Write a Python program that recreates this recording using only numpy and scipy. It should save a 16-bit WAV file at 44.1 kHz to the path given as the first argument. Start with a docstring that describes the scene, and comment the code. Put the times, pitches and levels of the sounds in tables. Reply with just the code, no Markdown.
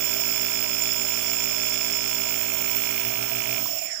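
"""A nebulizer's air jet hisses and sizzles indoors, close to the right microphone: turbulent noise
excites the resonances of cup and mask. Its piston compressor hums and slaps a valve once a turn.
Motor slip makes the hum throb; a mains hum joins late and beats against it.
The motor is switched off with a click, the housing shudders,
and the air runs out in a sputter and a falling whistle."""
import sys
import numpy as np
from scipy import signal
from scipy.fft import rfft, irfft, next_fast_len
from scipy.io import wavfile
from scipy.ndimage import map_coordinates

SR = 44100
rng = np.random.default_rng(int(sys.argv[2]) if len(sys.argv) > 2 else 0)


def to_wav(sig):
    """Store sig (one row per channel, or 1-D mono) as 16-bit WAV at the path in sys.argv[1].

    Samples outside -1..1 are clipped; the rate is SR.
    """
    pcm = np.clip(np.atleast_2d(sig), -1, 1) * 32767
    pcm = np.round(pcm).astype(np.int16)
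    wavfile.write(sys.argv[1], SR, pcm.T)  # frames by channels


N = 176400
SHAFT_HZ, POWER_OFF_S = 56.52, 3.59


# bands of the jet: time_s, low_level_db, low_centre_hz, middle_level_db, sizzle_level_db
JET_BANDS = [(0, -28, 5360, -29.5, -21.5), (.5, -28, 5286, -30, -23.5), (1.2, -28.5, 5330, -28.5, -24.5),
             (1.95, -27, 5340, -28.5, -26), (2.3, -30, 5320, -29.5, -23.5),
             (2.55, -34.5, 5410, -31.5, -22.5), (2.8, -31, 5410, -33, -22), (3.2, -34.5, 5370, -37.5, -24),
             (3.7, -32.5, 5380, -35.5, -24), (3.8, -32.5, 5400, -34, -30),
             (3.85, -35.5, 5290, -33.5, -24.5), (3.885, -33.5, 5380, -36, -41),
             (3.925, -29.5, 5460, -36, -44), (4, -31, 5280, -37, -50)]
# last spurts of the emptying jet: peak_s, half_width_s, gain_db
LAST_SPURTS = [(3.79, .008, 3), (3.823, 0.0063, 2), (3.867, .007, 2), (3.923, .008, 4.5), (3.94, .004, 1)]
def jet(sputter_db=1.5, cup_gain_db=-12.5, cup_fade_s=.2):
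    """Turbulent excitation: air and spray sputter through the resonances of cup and mask."""
    low_db, low_hz, middle_db, sizzle_db = curves(JET_BANDS)
    low = amp(low_db + sputter_db * wobble(130))
    low = low * unit(resonance(low_hz, width_hz=413) + amp(-8) * resonance(low_hz, width_hz=140))
    middle = amp(middle_db + sputter_db * wobble(90)) * resonance(7119, width_hz=238)
    cup = amp(low_db + cup_gain_db + sputter_db * wobble(60)) * resonance(3383, width_hz=165)
    cup *= np.clip(1 - (clock() - POWER_OFF_S) / cup_fade_s, 0, 1)
    spurts = amp(sum(db * np.exp(-((clock() - peak) / width) ** 2) for peak, width, db in LAST_SPURTS))
    return spurts * (low + middle) + cup + spray(sizzle_db)


# spectrum of the spray: frequency_hz, gain_db
SPRAY_SPECTRUM = [(9000, -65), (12600, -24), (12850, -27.5), (13650, -20), (14100, -22), (14650, -3.5),
                  (14850, -9), (15150, 1.5), (15480, -2), (15650, -13.5)]
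def spray(level_db):
    """Random amplitude modulation: fast flicker makes the spray's treble noise sizzle."""
    return amp(level_db + 1.2 * wobble(260) + .62 * wobble(25)) * noise(SPRAY_SPECTRUM)


# spectrum of the rushing air: frequency_hz, gain_db
AIR_SPECTRUM = [(20, -35), (70, -21), (160, -15), (480, -12.5), (850, -10), (1200, -13), (1900, -10.5),
                (2300, -4), (3100, -5.5), (3400, -4), (3650, -13.5), (3900, -17), (4450, -8), (4700, -16),
                (5050, -11), (5750, -7.5), (6300, -4.5), (6550, -0.5), (6850, -21), (7400, -7.5),
                (8400, -12), (9300, -12), (9600, -14.5), (10100, -9.5), (11100, -20), (16000, -35)]
# envelope of the rush: time_s, level_db
AIR_ENVELOPE = [(0, -32.5), (3.55, -32), (3.68, -35), (3.85, -37.5), (4, -45.5)]
def airflow():
    """Turbulence: a broadband rush fades as the air runs out."""
    return amp(curves(AIR_ENVELOPE)[0] + wobble(120)) * noise(AIR_SPECTRUM)


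# hollow note of the mask: time_s, pitch_hz, level_db
MASK_NOTE = [(0, 632.6, -40), (2.8, 634.4, -39.5), (3.3, 655, -37.5), (3.82, 655, -36), (4, 657, -46.5)]
def mask():
    """Cavity resonance: the mask narrows flow noise to a hollow note."""
    pitch_hz, level_db = curves(MASK_NOTE)
    return amp(level_db) * resonance(pitch_hz, width_hz=76)


# glide of the whistle: time_s, pitch_hz, level_db
WHISTLE_GLIDE = [(3.55, 2810, -55), (3.7, 2764, -44), (3.82, 2517, -39.5), (3.88, 2256, -37.5),
                 (3.93, 1947, -38.5), (4, 1660, -45)]
def whistle():
    """Flow-excited resonance: a breathy whistle swells and falls in pitch as the pressure runs out."""
    pitch_hz, level_db = curves(WHISTLE_GLIDE)
    return amp(level_db) * resonance(pitch_hz, width_hz=420)


# modes of the pump head: pitch_hz, bandwidth_hz, gain_db
HEAD_MODES = [(2174, 43, 0), (2382, 220, 1), (2376, 240, -3.5), (2590, 260, -11.5), (2920, 190, -15.5),
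              (3500, 830, -26)]
def pump_head(hz):
    """Modal superposition: the head's frequency response is a band-limited sum of damped modes."""
    modes = sum(amp(db) * 1j * hz * width / (pitch ** 2 - hz ** 2 + 1j * hz * width)
                for pitch, width, db in HEAD_MODES)
    highpass = 1 / (1 + (1900 / (hz + 1)) ** 10)
    lowpass = 1 / (1 + 1j * hz / 5000) ** 2 / (1 + (hz / 3570) ** 8)
    return modes * highpass * lowpass


# envelope of the valve slaps: time_s, level_db
VALVE_ENVELOPE = [(0, -34.5), (2.5, -34), (2.95, -32), (3.2, -34.5), (3.55, -31)]
def valve(slap_turn=.405, scatter_db=.52, rattle_db=-11, rattle_s=.002):
    """Impact excitation: one slap a turn rings the pump head until the power is cut."""
    times = (np.arange(int(N / SR * SHAFT_HZ)) + slap_turn) / SHAFT_HZ
    running = np.clip(1 - (times - POWER_OFF_S) * SHAFT_HZ, 0, 1)
    sizes = amp(scatter_db * rng.standard_normal(len(times))) * running
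    slaps = np.bincount(np.round(times * SR).astype(int), sizes, N)[:N]
    rattle = signal.lfilter([1], [1, -np.exp(-1 / (rattle_s * SR))], slaps) * rng.standard_normal(N)
    force = unit(slaps) + amp(rattle_db) * unit(rattle)
    return unit(filtered(force, pump_head)) * amp(curves(VALVE_ENVELOPE)[0])


# harmonics of the housing's hum: shaft_order, relative_level_db, throb_depth (0-1)
HUM_HARMONICS = [(1, -57, .05), (2, -50, .1), (4, -47.5, .32), (5, -48, .3), (7, -44, .22), (8, -59, .1),
                 (11, -53, .1), (12, -58, .1), (13, -52, .15), (14, -55, .25), (15, -54, .3),
                 (16, -57, .25), (17, -48, .75), (19, -58, .2), (21, -56, .3), (23, -58, .1), (24, -50, .2),
                 (25, -55, .1), (27, -59, .25), (28, -59, .2), (29, -52, .1), (31, -58, .1)]
def hum(throb_hz=6.83, mains_hz=119.87, mains_on_s=3.04, mains_db=-46, coast_s=.52, fade_db_per_s=139):
    """Modulation and beating: shaft harmonics throb with motor slip; mains hum beats with the second."""
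    t = clock()
    since_off = np.maximum(t - POWER_OFF_S, 0)
    turns = np.cumsum(SHAFT_HZ * np.exp(-since_off / coast_s)) / SR
    phases = rng.random((64, 2))
    tones = np.zeros(N)
    for order, db, depth in HUM_HARMONICS:
        phase, lag = phases[order]
        throb = 1 + depth * np.cos(2 * np.pi * (throb_hz * t + lag * (order > 7)))  # low orders in step
        tones += amp(db + .5 + .4 * wobble(17)) * throb * np.sin(2 * np.pi * (order * turns + phase))
    mains_gain = amp(mains_db) * np.clip((t - mains_on_s) / .021, 0, 1)
    tones += mains_gain * np.sin(2 * np.pi * (mains_hz * t + phases[2, 0]))
    return np.sqrt(2) * tones * amp(-fade_db_per_s * since_off)


# modes of the switch: pitch_hz, gain_db, t60_s
SWITCH_MODES = [(983, -2, .05), (1065, 2, 0.026), (1320, -2, 0.026), (3500, 1, 0.022)]
def switch(start_s=3.657, gain_db=-25, attack_s=.0011, crack_t60_s=.045):
    """Damped free vibration: the plastic switch rings briefly over a crack of noise."""
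    t = np.maximum(clock() - start_s, 0)
    ring = sum(amp(db - 60 * t / t60) * np.sin(2 * np.pi * hz * t) for hz, db, t60 in SWITCH_MODES)
    crack = amp(-60 * t / crack_t60_s) * noise([(300, -14), (1200, -5), (7000, 2), (12000, -11)])[0]
    return amp(gain_db) * (ring + crack) * (1 - np.exp(-t / attack_s))


# spectrum of the housing's shudder: frequency_hz, gain_db
SHUDDER_SPECTRUM = [(40, -31), (110, 5), (170, -8), (280, 3), (380, -5), (520, -12), (1200, -28),
                    (2500, -42)]
# envelope of the shudder: time_s, level_db
SHUDDER_ENVELOPE = [(3.54, -80), (3.59, -42), (3.7, -49), (3.82, -57), (3.87, -53), (3.92, -67), (4, -67)]
def shudder():
    """Transient vibration: the housing rumbles as the motor stops."""
    return amp(curves(SHUDDER_ENVELOPE)[0]) * noise(SHUDDER_SPECTRUM)[0]


def room(x, t60_s=.16):
    """Reverberation: diffuse reflections form an exponentially decaying tail of unit energy."""
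    t = clock()[:SR // 3]
    tail = rng.standard_normal(len(t)) * amp(-60 * t / t60_s) * (t > .004)
    return signal.fftconvolve(x, tail / np.linalg.norm(tail))[:N]


# left channel relative to right: frequency_hz, gain_db
LEFT_SHADOW = [(60, -5.5), (380, -7), (700, -9), (1300, -8), (2400, -11.5), (3400, -9), (4000, -19),
               (5300, -14), (7100, -13), (8000, -20), (9300, -11), (10400, -13), (12000, -25), (15000, -28)]
def stereo(direct, diffuse, coherence, left_lead_s=.000745):
    """Acoustic shadowing: the left channel is duller and partly diffuse; its direct sound leads."""
    share = lambda hz: np.clip(along(coherence, hz), 0, 1)
    left = filtered(direct, lambda hz: share(hz) * np.exp(2j * np.pi * hz * left_lead_s))
    left += filtered(diffuse, lambda hz: np.sqrt(1 - share(hz) ** 2))
    return np.array([filtered(left, lambda hz: amp(along(LEFT_SHADOW, hz))), direct])


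def amp(db):
    """Decibels to gain."""
    return 10 ** (np.asarray(db) / 20)


def unit(x):
    """Normalisation to rms 1."""
    return x / np.sqrt(np.mean(abs(x) ** 2) + 1e-20)


def clock():
    """Sample times in seconds."""
    return np.arange(N) / SR


def along(points, hz):
    """Interpolation of (frequency_hz, value) points on a log frequency axis."""
    frequencies, values = np.transpose(points)
    return np.interp(np.log(hz + 1), np.log(frequencies + 1), values)


def curves(rows):
    """Linear interpolation: one value per sample for each column after the time."""
    times, *columns = np.transpose(rows)
    return [np.interp(clock(), times, column) for column in columns]


def wobble(knots_per_s):
    """A smooth random curve: a spline through Gaussian knots."""
    return map_coordinates(rng.standard_normal(2048), [clock() * knots_per_s], mode="wrap")


def filtered(x, response):
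    """Linear filtering: the spectrum of x times a complex frequency response."""
    size = next_fast_len(N + SR // 4)
    return irfft(rfft(x, size) * response(np.fft.rfftfreq(size, 1 / SR)), size)[..., :N]


def noise(spectrum):
    """Spectral shaping: two independent noises coloured by (frequency_hz, gain_db) points."""
    return unit(filtered(rng.standard_normal((2, N)), lambda hz: amp(along(spectrum, hz))))


def resonance(centre_hz, width_hz):
    """Quadrature modulation: two independent noise bands around a centre that may move."""
    lowpass = lambda hz: 1 / (1 + (hz / (.79 * width_hz)) ** 2 + (hz / width_hz) ** 4)
    in_phase, quadrature = filtered(rng.standard_normal((2, 2, N)), lowpass)
    phase = 2 * np.pi * np.cumsum(centre_hz * np.ones(N)) / SR
    return unit(in_phase * np.cos(phase) + quadrature * np.sin(phase))


# likeness of the channels for the air: frequency_hz, coherence (0-1)
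AIR_COHERENCE = [(100, 0.95), (650, 0.71), (2500, 0.24), (5300, 0.27), (7100, 0.54), (10000, 0.22),
                 (15000, 0.55)]
# likeness of the channels for the compressor: frequency_hz, coherence (0-1)
COMPRESSOR_COHERENCE = [(100, 1), (400, .995), (700, .96), (1200, .92), (2400, .85), (6000, .6)]
def scene(room_db=-16):
    """Superposition: the compressor in the room and the nearby jet add in each channel."""
    knocks = valve() + switch()
    compressor = shudder() + hum() + knocks + amp(room_db) * room(knocks)
    compressor_pair = stereo(compressor, room(compressor), COMPRESSOR_COHERENCE)
    air_direct, air_diffuse = jet() + airflow() + mask() + whistle()
    return stereo(air_direct, air_diffuse, AIR_COHERENCE) + compressor_pair


def record(dry):
    """Band limiting: an ideal low-pass filter cuts the highest treble."""
    return filtered(dry, lambda hz: hz < 15560)


dry = scene()
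out = record(dry)
to_wav(out)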